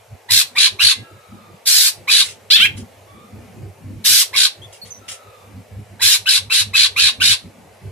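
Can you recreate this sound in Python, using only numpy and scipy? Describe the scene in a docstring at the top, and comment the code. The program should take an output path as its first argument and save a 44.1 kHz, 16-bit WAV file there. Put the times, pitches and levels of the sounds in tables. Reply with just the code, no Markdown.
"""An uneven low hum and outdoor noise are heard first; then a caged leafbird scolds close to a stereo microphone.
Most of its calls are an arched, nearly regular note that breaks into a rasp of chaotic slaps and hiss.
One call is a two-part squawk: a rising pulse train under a sinking resonance.
Soft peeps, rustles of filtered friction noise, ringing cage wires, far whistles and a thin whine surround it.
Short cage echoes, a small open room and two microphone ports shape the sound."""
import sys
import numpy as np
from scipy import signal
from scipy.fft import rfft, irfft, next_fast_len
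from scipy.io import wavfile
from scipy.ndimage import uniform_filter1d, map_coordinates

SR = 44100
rng = np.random.default_rng(int(sys.argv[2]) if len(sys.argv) > 2 else 0)


def master(y):
    """Save y as 16-bit WAV."""
    cut = np.clip(np.atleast_2d(y).T, -1, 1)
    pcm = np.round(cut * 32767)  # scale
    wavfile.write(sys.argv[1], SR, pcm.astype(np.int16))


N = 348831
TIME, FREQS = np.arange(N) / SR, np.fft.rfftfreq(N, 1 / SR)

# Levels in the tables are relative: the gains of the mix come after them.
# Slow course of the low background: start_s [s], hum_db [dB], rumble_db [dB]
LOW_LEVELS = [(0.0, -38, -54), (0.81, -39, -45), (2.029, -51.5, -53), (2.23, -34.5, -43),
              (4.05, -36.5, -46), (4.46, -46, -51.5), (5.87, -33.5, -47.5), (6.28, -43, -56),
              (6.89, -35, -46.5), (7.9, -36.5, -44.5)]
# Spectrum of the rumble: frequency_hz [Hz], density_db [dB per Hz]
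RUMBLE_SPECTRUM = [(30, -32), (60, -6), (110, 5.5), (160, 3), (220, 7), (300, -1.5), (430, -1), (600, -54)]
# Spectrum of the noise that accompanies the hum: frequency_hz [Hz], density_db [dB per Hz]
BOOM_SPECTRUM = [(20, -41), (65, 7), (130, 5.5), (280, -22.0), (450, -71.5)]
# Spectrum of the outdoor noise: frequency_hz [Hz], density_db [dB per Hz]
AIR_SPECTRUM = [(150, -35.5), (250, -28.5), (405, -5.5), (489, 0.5), (739, -3.5), (893, -5), (957, -9),
                (1180, -10.5), (1630, -13.5), (2260, -11.5), (3540, -19), (12200, -23.5), (14300, -34.5),
                (15300, -40.5)]
# Thin treble tone that stops part way: pitch_hz [Hz], level_db [dB], end_s [s]
WHINE = (14002, -74, 5.9)
# Whistles far outside: start_s [s], length_s [s], first_hz [Hz], middle_hz [Hz], last_hz [Hz], level_db [dB]
FAR_WHISTLES = [(0.996, 0.63, 1328, 1244, 1112, -52), (3.046, .24, 1130, 1184, 1268, -50.5),
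                (4.976, .55, 1344, 1242, 1100, -51)]
# Rustles of feathers and feet: start_s [s], length_s [s], level_db [dB]
RUSTLES = [(2.223, 0.15, -35.5), (2.758, 0.091, -46), (4.718, 0.089, -48.5), (4.839, 0.12, -51),
           (5.076, 0.12, -36.5)]
# Spectrum of a rustle: frequency_hz [Hz], density_db [dB per Hz]
RUSTLE_SPECTRUM = [(470, -50.5), (800, -22), (2210, -6), (2500, -9), (2830, -4), (5420, -10), (10300, -12),
                   (13300, -39), (15000, -25)]
# Modes of the cage wires: pitch_hz [Hz], level_db [dB], t60_s [s]
WIRES = [(1646, -44, 1), (2060, -33, 0.3), (2755, -43.5, 0.63)]
# Soft peeps: start_s [s], length_s [s], first_hz [Hz], middle_hz [Hz], last_hz [Hz], level_db [dB]
PEEPS = [(4.617, 0.046, 3190, 3410, 3360, -41), (4.815, 0.032, 4300, 4370, 4370, -36),
         (4.904, 0.029, 6200, 6140, 6200, -39), (4.928, 0.0585, 6210, 5910, 6330, -47.5)]
# Syllables of the squawk: start_s [s], length_s [s], top_pitch_hz [Hz], level_db [dB]
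SYLLABLES = [(2.501, .103, 920, -5), (2.595, 0.073, 854, -8.5)]
# Radiation of the squawk, the small bill sending out little bass: frequency_hz [Hz], gain_db [dB]
BILL_RADIATION = [(400, -19.5), (1000, -7.5), (1500, 1), (4300, -3), (5300, -6.5)]
# Source strength of harmonics 1, 2, .. of an opening note: level_db [dB]
NOTE_PARTIALS = [0, -3, -24, -25, -27]
# Response of the throat: frequency_hz [Hz], gain_db [dB]
THROAT = [(300, -49.5), (800, -29.5), (1100, -19), (1300, -30), (1580, -11), (1850, -17), (2450, -7),
          (3100, -7), (3400, -4), (3950, 3.5), (4400, -3), (5200, -23), (7000, -25.5), (15000, -58)]
# Spectrum of air in the open bill: frequency_hz [Hz], density_db [dB per Hz]
HISS = [(500, -51.5), (1100, -23.5), (1600, -6), (2700, -11), (4300, 5.5), (5200, 2.5), (6000, -2.5),
        (7100, -4), (8000, -3.5), (8800, -4), (11000, -4), (12200, -9.5), (14000, -9), (15500, -35)]
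# Scolding calls: rasp_start_s [s], rasp_length_s [s], level_db [dB], hiss_against_throat_db [dB],
# rattle_depth [0-1], note_lead_s [s], note_top_hz [Hz; 0 means no opening note]
SCOLDS = [(0.3, 0.14, -12, -0.5, 0.93, .019, 1014), (.576, 0.12, -11, -8.5, 0.42, 0.027, 1179.5),
          (0.816, .13, -11, -7, .85, 0.03, 1440.5), (1.651, 0.26, -13.5, 4.5, .4, 0.0094, 0),
          (2.095, .15, -11.5, -5, 0.63, 0.025, 1247), (4.038, 0.21, -13, 3.5, 0, 0.026, 0),
          (4.356, .13, -12, -4.5, 0.8, 0.031, 1141.5), (6.01, 0.17, -12.5, -1.2, 0.2, 0.02, 983),
          (6.281, 0.12, -13, -5, .45, .028, 1509), (6.519, 0.12, -14, -4, 0.2, 0.025, 1372.5),
          (6.753, 0.13, -11.5, -9, 0.7, .024, 1288.5), (6.987, .13, -11.5, -9, 0.47, 0.031, 1357),
          (7.219, .14, -12, -5.5, 0.53, .022, 1462.5)]
# The bird at the two ports: frequency_hz [Hz], left_lead [radians], left_minus_right_db [dB]
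PORTS = [(1000, 0, -1.5), (1600, 0, -.5), (2100, -.5, -2), (2400, .8, -3), (2850, -2, 5), (3300, 0, 1),
         (3600, 1.4, 2), (3950, 1.2, -2), (4300, 2.9, -1), (4800, 2.9, -1), (6200, 3.3, -2), (7500, 4.9, 1),
         (9000, 3.5, 1), (11200, 6.3, 7)]
# Colour of the cage echoes: frequency_hz [Hz], gain_db [dB]
CAGE_ECHO = [(200, -13), (1500, -10), (3000, -6), (4200, -10), (5500, -2), (14000, -1)]
# Colour of the room's reflections: frequency_hz [Hz], gain_db [dB]
ROOM_ECHO = [(3000, 0.0), (4200, -4.5), (5500, 2)]

# the hum swells and drops out at random; the rumble shares part of it
SWELL_DB, SWELLS_PER_S, RUMBLE_SHARE = 15, 15, .55
AIR_DB = -48.5
WIRES_START_S = .93
# in each syllable the pitch climbs from below
SCOOP_SHARE, SCOOP_S = .38, .023
# the voice is clear for a moment, then breaks up and weakens
CLEAR_S, CLEAR_FADE_S, ROUGH_CLEAR, ROUGH_BROKEN, BROKEN_DB = 0.0626, 0.013, 0.02004, 0.87, -7
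# the bill closes steadily through both syllables, and the throat resonance sinks with it
BILL_OPEN_HZ, BILL_SINK_HZ_PER_S = 4240, 9900
# an opening note arches from and to these shares of its top pitch, and runs on into the rasp
NOTE_FROM, NOTE_TO, NOTE_OVERLAP_S = .64, .9, .012
# a note at full pitch is nearly as loud as its rasp; lower notes are much softer
NOTE_FULL_HZ, NOTE_BELOW_RASP_DB, NOTE_DB_PER_OCTAVE = 1308, -3.5, 34
# shares of a rasp over which it builds: the long ones start more softly
VOICE_RISE_SHARE, HISS_RISE_SHARE = 0.1, 0.11
EDGE_HZ = 15450


def amp(db):
    """Logarithmic level: converts decibels to an amplitude ratio."""
    return 10 ** (np.asarray(db) / 20)


def unit(x):
    """Mean power: scales a signal to rms 1."""
    return x / np.sqrt(np.mean(x ** 2) + 1e-20)


def read(points, hz):
    """Interpolation of a curve on a logarithmic frequency axis."""
    f, value = np.transpose(points)
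    return np.interp(np.log(hz + 1), np.log(f), value)


def colour(x, spectrum):
    """Linear filtering: multiplies the spectrum of a sound by a gain curve in dB."""
    size = next_fast_len(x.shape[-1] + 512)
    gain = amp(read(spectrum, np.fft.rfftfreq(size, 1 / SR)))
    return irfft(rfft(x, size) * gain, size)[..., :x.shape[-1]]


def wander(size, hz):
    """Random modulation: smooth chance of rms 1 that changes hz times a second."""
    at = np.arange(size) * hz / SR
    return unit(map_coordinates(rng.standard_normal(4096), [at], order=3, mode="wrap"))


def gate(t, length, rise, fall):
    """Amplitude envelope: a rounded opening and closing."""
    return np.sin(np.pi / 2 * np.clip(np.minimum(t / rise, (length - t) / fall), 0, 1)) ** 2


def add(mix, s, sound):
    """Superposition: sums a sound into the mix from time s."""
    part = mix[..., max(round(s * SR), 0):][..., :sound.shape[-1]]
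    part += sound[..., :part.shape[-1]]


def arch(length, first_hz, middle_hz, last_hz, jitter):
    """Frequency modulation: time and phase of a pitch that follows a parabola through three points."""
    t = np.arange(0, length, 1 / SR)
    parabola = np.polyfit([0, .55, 1], [first_hz, middle_hz, last_hz], 2)
    hz = np.polyval(parabola, t / length) * (1 + jitter * wander(len(t), 500))
    return t, 2 * np.pi * np.cumsum(hz) / SR


def noise_pair(spectrum, side):
    """Partial coherence: coloured noise of which both ports share a part."""
    shared, apart = colour(rng.standard_normal((2, N)), spectrum)
    return np.array([unit(shared) + side * unit(apart), unit(shared) - side * unit(apart)])


def patchy(x, depth_db, size):
    """Short-time spectral modulation: each band of a noise comes and goes by itself."""
    z = signal.stft(x, nperseg=2048, noverlap=1536)[2]
    patches = uniform_filter1d(rng.standard_normal(z.shape[1:]), size=size, axis=0)
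    patches = unit(uniform_filter1d(patches, size=7, axis=1))
    modulated = z * amp(depth_db * np.tanh(patches))
    return unit(signal.istft(modulated, nperseg=2048, noverlap=1536)[1][:, :N])


def background(hum_hz=100, hum_db=-5.5, boom_db=-7, air_follows=0.085):
    """Modulated tone and noise: an unevenly swelling hum, patchy rumble and air that rises a little with it."""
    s, *levels = np.transpose(LOW_LEVELS)
    hum_level, rumble_level = (np.interp(TIME, s, level) for level in levels)
    swell = unit(amp(SWELL_DB * np.tanh(wander(N, SWELLS_PER_S))))
    phase = 2 * np.pi * hum_hz * TIME + .45 * wander(N, 22)
    hum = unit(np.sin(phase) + 0.13 * np.sin(2 * phase)) * amp([[-1.1], [1.1]])  # stronger on the right
    hum = hum + amp(boom_db) * noise_pair(BOOM_SPECTRUM, side=0.41)
    rumble = patchy(noise_pair(RUMBLE_SPECTRUM, side=.35), depth_db=14, size=5) * unit(swell ** RUMBLE_SHARE)
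    air = patchy(noise_pair(AIR_SPECTRUM, side=.56), depth_db=4, size=4)
    air_level = AIR_DB + air_follows * (rumble_level - rumble_level.mean()) + 0.73 * wander(N, 5.3)
    return amp(hum_db + hum_level) * swell * hum + amp(rumble_level) * rumble + amp(air_level) * air


def whine():
    """Phase modulation: a thin, nearly steady tone far up in the treble."""
    hz, db, end = WHINE
    return amp(db) * unit(np.sin(2 * np.pi * hz * TIME + wander(N, 40))) * gate(TIME, end, .02, .1)


def whistle(length, first_hz, middle_hz, last_hz, level_db, jitter, overtone_db):
    """Harmonic series: a nearly pure tone with two weak overtones, for far whistles and peeps."""
    t, phase = arch(length, first_hz, middle_hz, last_hz, jitter)
    tone = np.sin(phase) + amp(overtone_db) * (np.sin(2 * phase) + 0.99 * np.sin(3 * phase))
    return amp(level_db) * unit(tone * gate(t, length, 0.063 * length, 0.28 * length))


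def rustle(length, level_db):
    """Friction noise: a short, grainy brush."""
    t = np.arange(0, length, 1 / SR)
    grains = rng.standard_normal(len(t)) * amp(3 * wander(len(t), 504.5))
    return amp(level_db) * unit(colour(grains, RUSTLE_SPECTRUM) * gate(t, length, 0.024, 1.6 * length))


def wires():
    """Modal ringing: the thin cage wires sound as exponentially decaying sines."""
    t = np.arange(SR) / SR
    return sum(amp(db - 60 * t / t60) * np.sin(2 * np.pi * hz * t) for hz, db, t60 in WIRES)


def squawk(s, length, top_hz, level_db, width_hz=740, hiss_db=-19, attack_s=0.0044, release_s=0.012):
    """Source and filter: a rising pulse train, rough at both ends, drives a resonance that sinks."""
    t = np.arange(0, length, 1 / SR)
    hz = top_hz * (1 - SCOOP_SHARE * np.exp(-t / SCOOP_S))
    throat_hz = BILL_OPEN_HZ - BILL_SINK_HZ_PER_S * (s - SYLLABLES[0][0] + t)
    clear = gate(t, CLEAR_S, CLEAR_FADE_S, CLEAR_FADE_S)
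    rough = np.clip(ROUGH_BROKEN + (ROUGH_CLEAR - ROUGH_BROKEN) * clear, 0, 1)
    broken = np.clip((t - CLEAR_S) / CLEAR_FADE_S, 0, 1)
    level = amp(level_db + BROKEN_DB * broken) * gate(t, length, attack_s, release_s)
    phase = 2 * np.pi * np.cumsum(hz * (1 + 0.04 * rough * wander(len(t), 600))) / SR
    pulses = unit(sum(np.cos(k * phase) for k in range(2, 18)))  # no fundamental
    drive = (1 - rough) * pulses + rough * rng.standard_normal(len(t))
    # a moving resonance: shift its centre to 0 Hz, apply a fixed two-pole low-pass, shift back
    turn = np.exp(2j * np.pi * np.cumsum(throat_hz) / SR)
    pole = np.exp(-2 * np.pi * width_hz / SR)
    ring = (turn * signal.lfilter([1], np.poly([pole, pole]), drive / turn)).real
    ring /= np.sqrt(uniform_filter1d(ring ** 2, size=600))  # even local power
    ring = colour(ring, BILL_RADIATION)
    hiss = unit(colour(drive + 0.438 * rng.standard_normal(len(t)), HISS))
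    return level * (ring + amp(hiss_db) * hiss)


def note(length, first_hz, top_hz, last_hz, level_db, breath_db=-6, swell_db=10):
    """Nearly periodic vibration: harmonics through the throat swell and grow noisy."""
    t, phase = arch(length, first_hz, top_hz, last_hz, jitter=0.034)
    source = sum(amp(db) * np.sin((k + 1) * phase) for k, db in enumerate(NOTE_PARTIALS))
    tone = unit(colour(source * amp(2.55 * wander(len(t), 900)), THROAT))
    throat_air = unit(colour(rng.standard_normal(len(t)), THROAT))
    air = throat_air + 0.64 * unit(colour(rng.standard_normal(len(t)), HISS))
    swell = amp(swell_db * t / length) * gate(t, length, 0.012, 0.0096)
    return amp(level_db) * unit((tone + amp(breath_db) * air * np.sqrt(t / length)) * swell)


def closing(t, fall=0.05, first_hz=1450, last_hz=850):
    """Return to periodicity: as the air runs out, vibration turns regular again and sinks in pitch."""
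    since = t - t[-1] + fall
    hz = np.interp(since, [0, fall], [first_hz, last_hz]) * (1 + 0.058 * wander(len(t), 700))
    phase = 2 * np.pi * np.cumsum(hz) / SR
    return (np.sin(phase) + .5 * np.sin(2 * phase)) * gate(since, fall, fall / 2, fall / 2)


def rasp(length, level_db, hiss_db, rattle, rattle_hz=68, slap_hz=1500, chaos=.35,
         squeal_hz=4150, squeal_db=-2.0, dull=3.7, closing_db=-19):
    """Chaotic vibration: membranes slap in bursts that ring the throat; air hisses through the open bill."""
    t = np.arange(0, length, 1 / SR)
    cycle = np.cumsum(rattle_hz * np.exp(0.27 * wander(len(t), 90))) / SR
    burst = np.sin(np.pi * cycle) ** 2
    depth = np.clip(rattle, 0, .95)
    turns = np.cumsum(slap_hz * np.exp(chaos * wander(len(t), 2500))) / SR
    slaps = np.diff(np.floor(turns), prepend=0)  # one impulse per turn
    throat = unit(colour((slaps - slaps.mean()) * (1 - depth + depth * burst), THROAT))
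    # at the crest of each burst the vibration locks briefly into a squeal, which starts higher from a wide bill
    gape = 1 + 0.26 * amp(hiss_db) * np.exp(-t / .025)
    hz = squeal_hz * gape * (.76 + 0.28 * burst) * (1 + .055 * wander(len(t), 1100))
    squeal_level = burst ** 2 * amp(2 * wander(len(t), 150))
    squeal = unit(squeal_level * np.sin(2 * np.pi * np.cumsum(hz) / SR))
    # calls with weaker hiss have a duller top: dull is in dB per dB of hiss level
    treble_slope = [(11200, 0.013), (14000, dull * min(hiss_db + 0.5, 0))]
    breath = rng.standard_normal(len(t)) * (1 + 1.8 * depth * burst)
    hiss = unit(colour(colour(breath, HISS), treble_slope))
    # the hiss builds more slowly than the voice
    voice = throat + amp(squeal_db) * np.sqrt(depth) * squeal
    voice = voice * gate(t, length, VOICE_RISE_SHARE * length, 0.036) + amp(closing_db) * closing(t)
    hiss = hiss * gate(t, length, HISS_RISE_SHARE * length, 0.045)
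    return amp(level_db) * unit(voice + amp(hiss_db) * hiss)


def scold(s, length, level_db, hiss_db, rattle, lead, note_hz):
    """Transition to chaos: an arched note, louder the higher it reaches, breaks into a rasp."""
    parts = [(s, rasp(length, level_db, hiss_db, rattle))]
    if lead > 0 and note_hz > 0:
        octaves_below = min(np.log2(note_hz / NOTE_FULL_HZ), 0)
        note_db = level_db + NOTE_BELOW_RASP_DB + NOTE_DB_PER_OCTAVE * octaves_below
        opening = note(lead + NOTE_OVERLAP_S, NOTE_FROM * note_hz, note_hz, NOTE_TO * note_hz, note_db)
        parts.append((s - lead, opening))
    return parts


def reflections(x, t60, delay):
    """Diffuse reverberation: convolution with dense dying echoes, different at each port."""
    t = np.arange(0, t60, 1 / SR)
    signs = rng.choice([-1., 1.], (2, len(t)))
    present = rng.random((2, len(t))) < 1 / 4
    taps = signs * present * amp(-60 * t / t60) * (t > delay)
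    taps = taps / np.linalg.norm(taps, axis=1, keepdims=True)
    return signal.oaconvolve(x[None], taps, axes=1)[:, :len(x)]


def in_cage(x, t60=.075, turn_hz=7):
    """Early reflections: echoes off cage and wall at the two ports, which shift as the head moves."""
    x = np.pad(x, (0, 3300))  # room for the echo tail
    turn = 2 * np.pi * turn_hz * np.arange(len(x)) / SR
    echoes = sum(reflections(x * share, t60, delay=.0006) for share in (np.cos(turn), np.sin(turn)))
    return colour(echoes, CAGE_ECHO)


def ports(x):
    """Phase and level differences: direct sound reaches the two ports unlike in both."""
    table = np.array(PORTS)
    lead, balance_db = read(table[:, :2], FREQS), read(table[:, ::2], FREQS)
    half = np.exp(.5j * lead) * amp(balance_db / 2)  # half the difference to each port
    return irfft(rfft(x) * np.array([half, 1 / half]), N)


def scene(direct_db=-3.0, near_db=5.5, room_db=-11.0):
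    """Superposition of direct sound, cage echoes and room with the world outside."""
    sounds = [(s, rustle(*row)) for s, *row in RUSTLES] + [(WIRES_START_S, wires())]
    sounds += [(s, whistle(*row, jitter=0.014, overtone_db=-23)) for s, *row in PEEPS]
    sounds += [(s, squawk(s, *row)) for s, *row in SYLLABLES]
    sounds += [part for row in SCOLDS for part in scold(*row)]
    bird, far, near = np.zeros(N), np.zeros(N), np.zeros((2, N))
    for s, sound in sounds:
        add(bird, s, sound)
        add(near, s, in_cage(sound))
    for s, *row in FAR_WHISTLES:
        add(far, s, whistle(*row, jitter=0.037, overtone_db=-11.5))
    room = colour(reflections(bird, t60=.22, delay=0.01), ROOM_ECHO)
    outside = reflections(far, t60=0.5, delay=0.0069) + background() + whine()
    return amp(direct_db) * ports(bird) + amp(near_db) * near + amp(room_db) * room + outside


def record(dry):
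    """Amplitude and band limits: the loudest peaks clip, then a low-pass removes the top treble."""
    edge = signal.firwin(401, EDGE_HZ, window=("kaiser", 8), fs=SR)
    return signal.oaconvolve(np.clip(dry, -1, 1), edge[None], "same", axes=1)


dry = scene()
out = record(dry)
master(out)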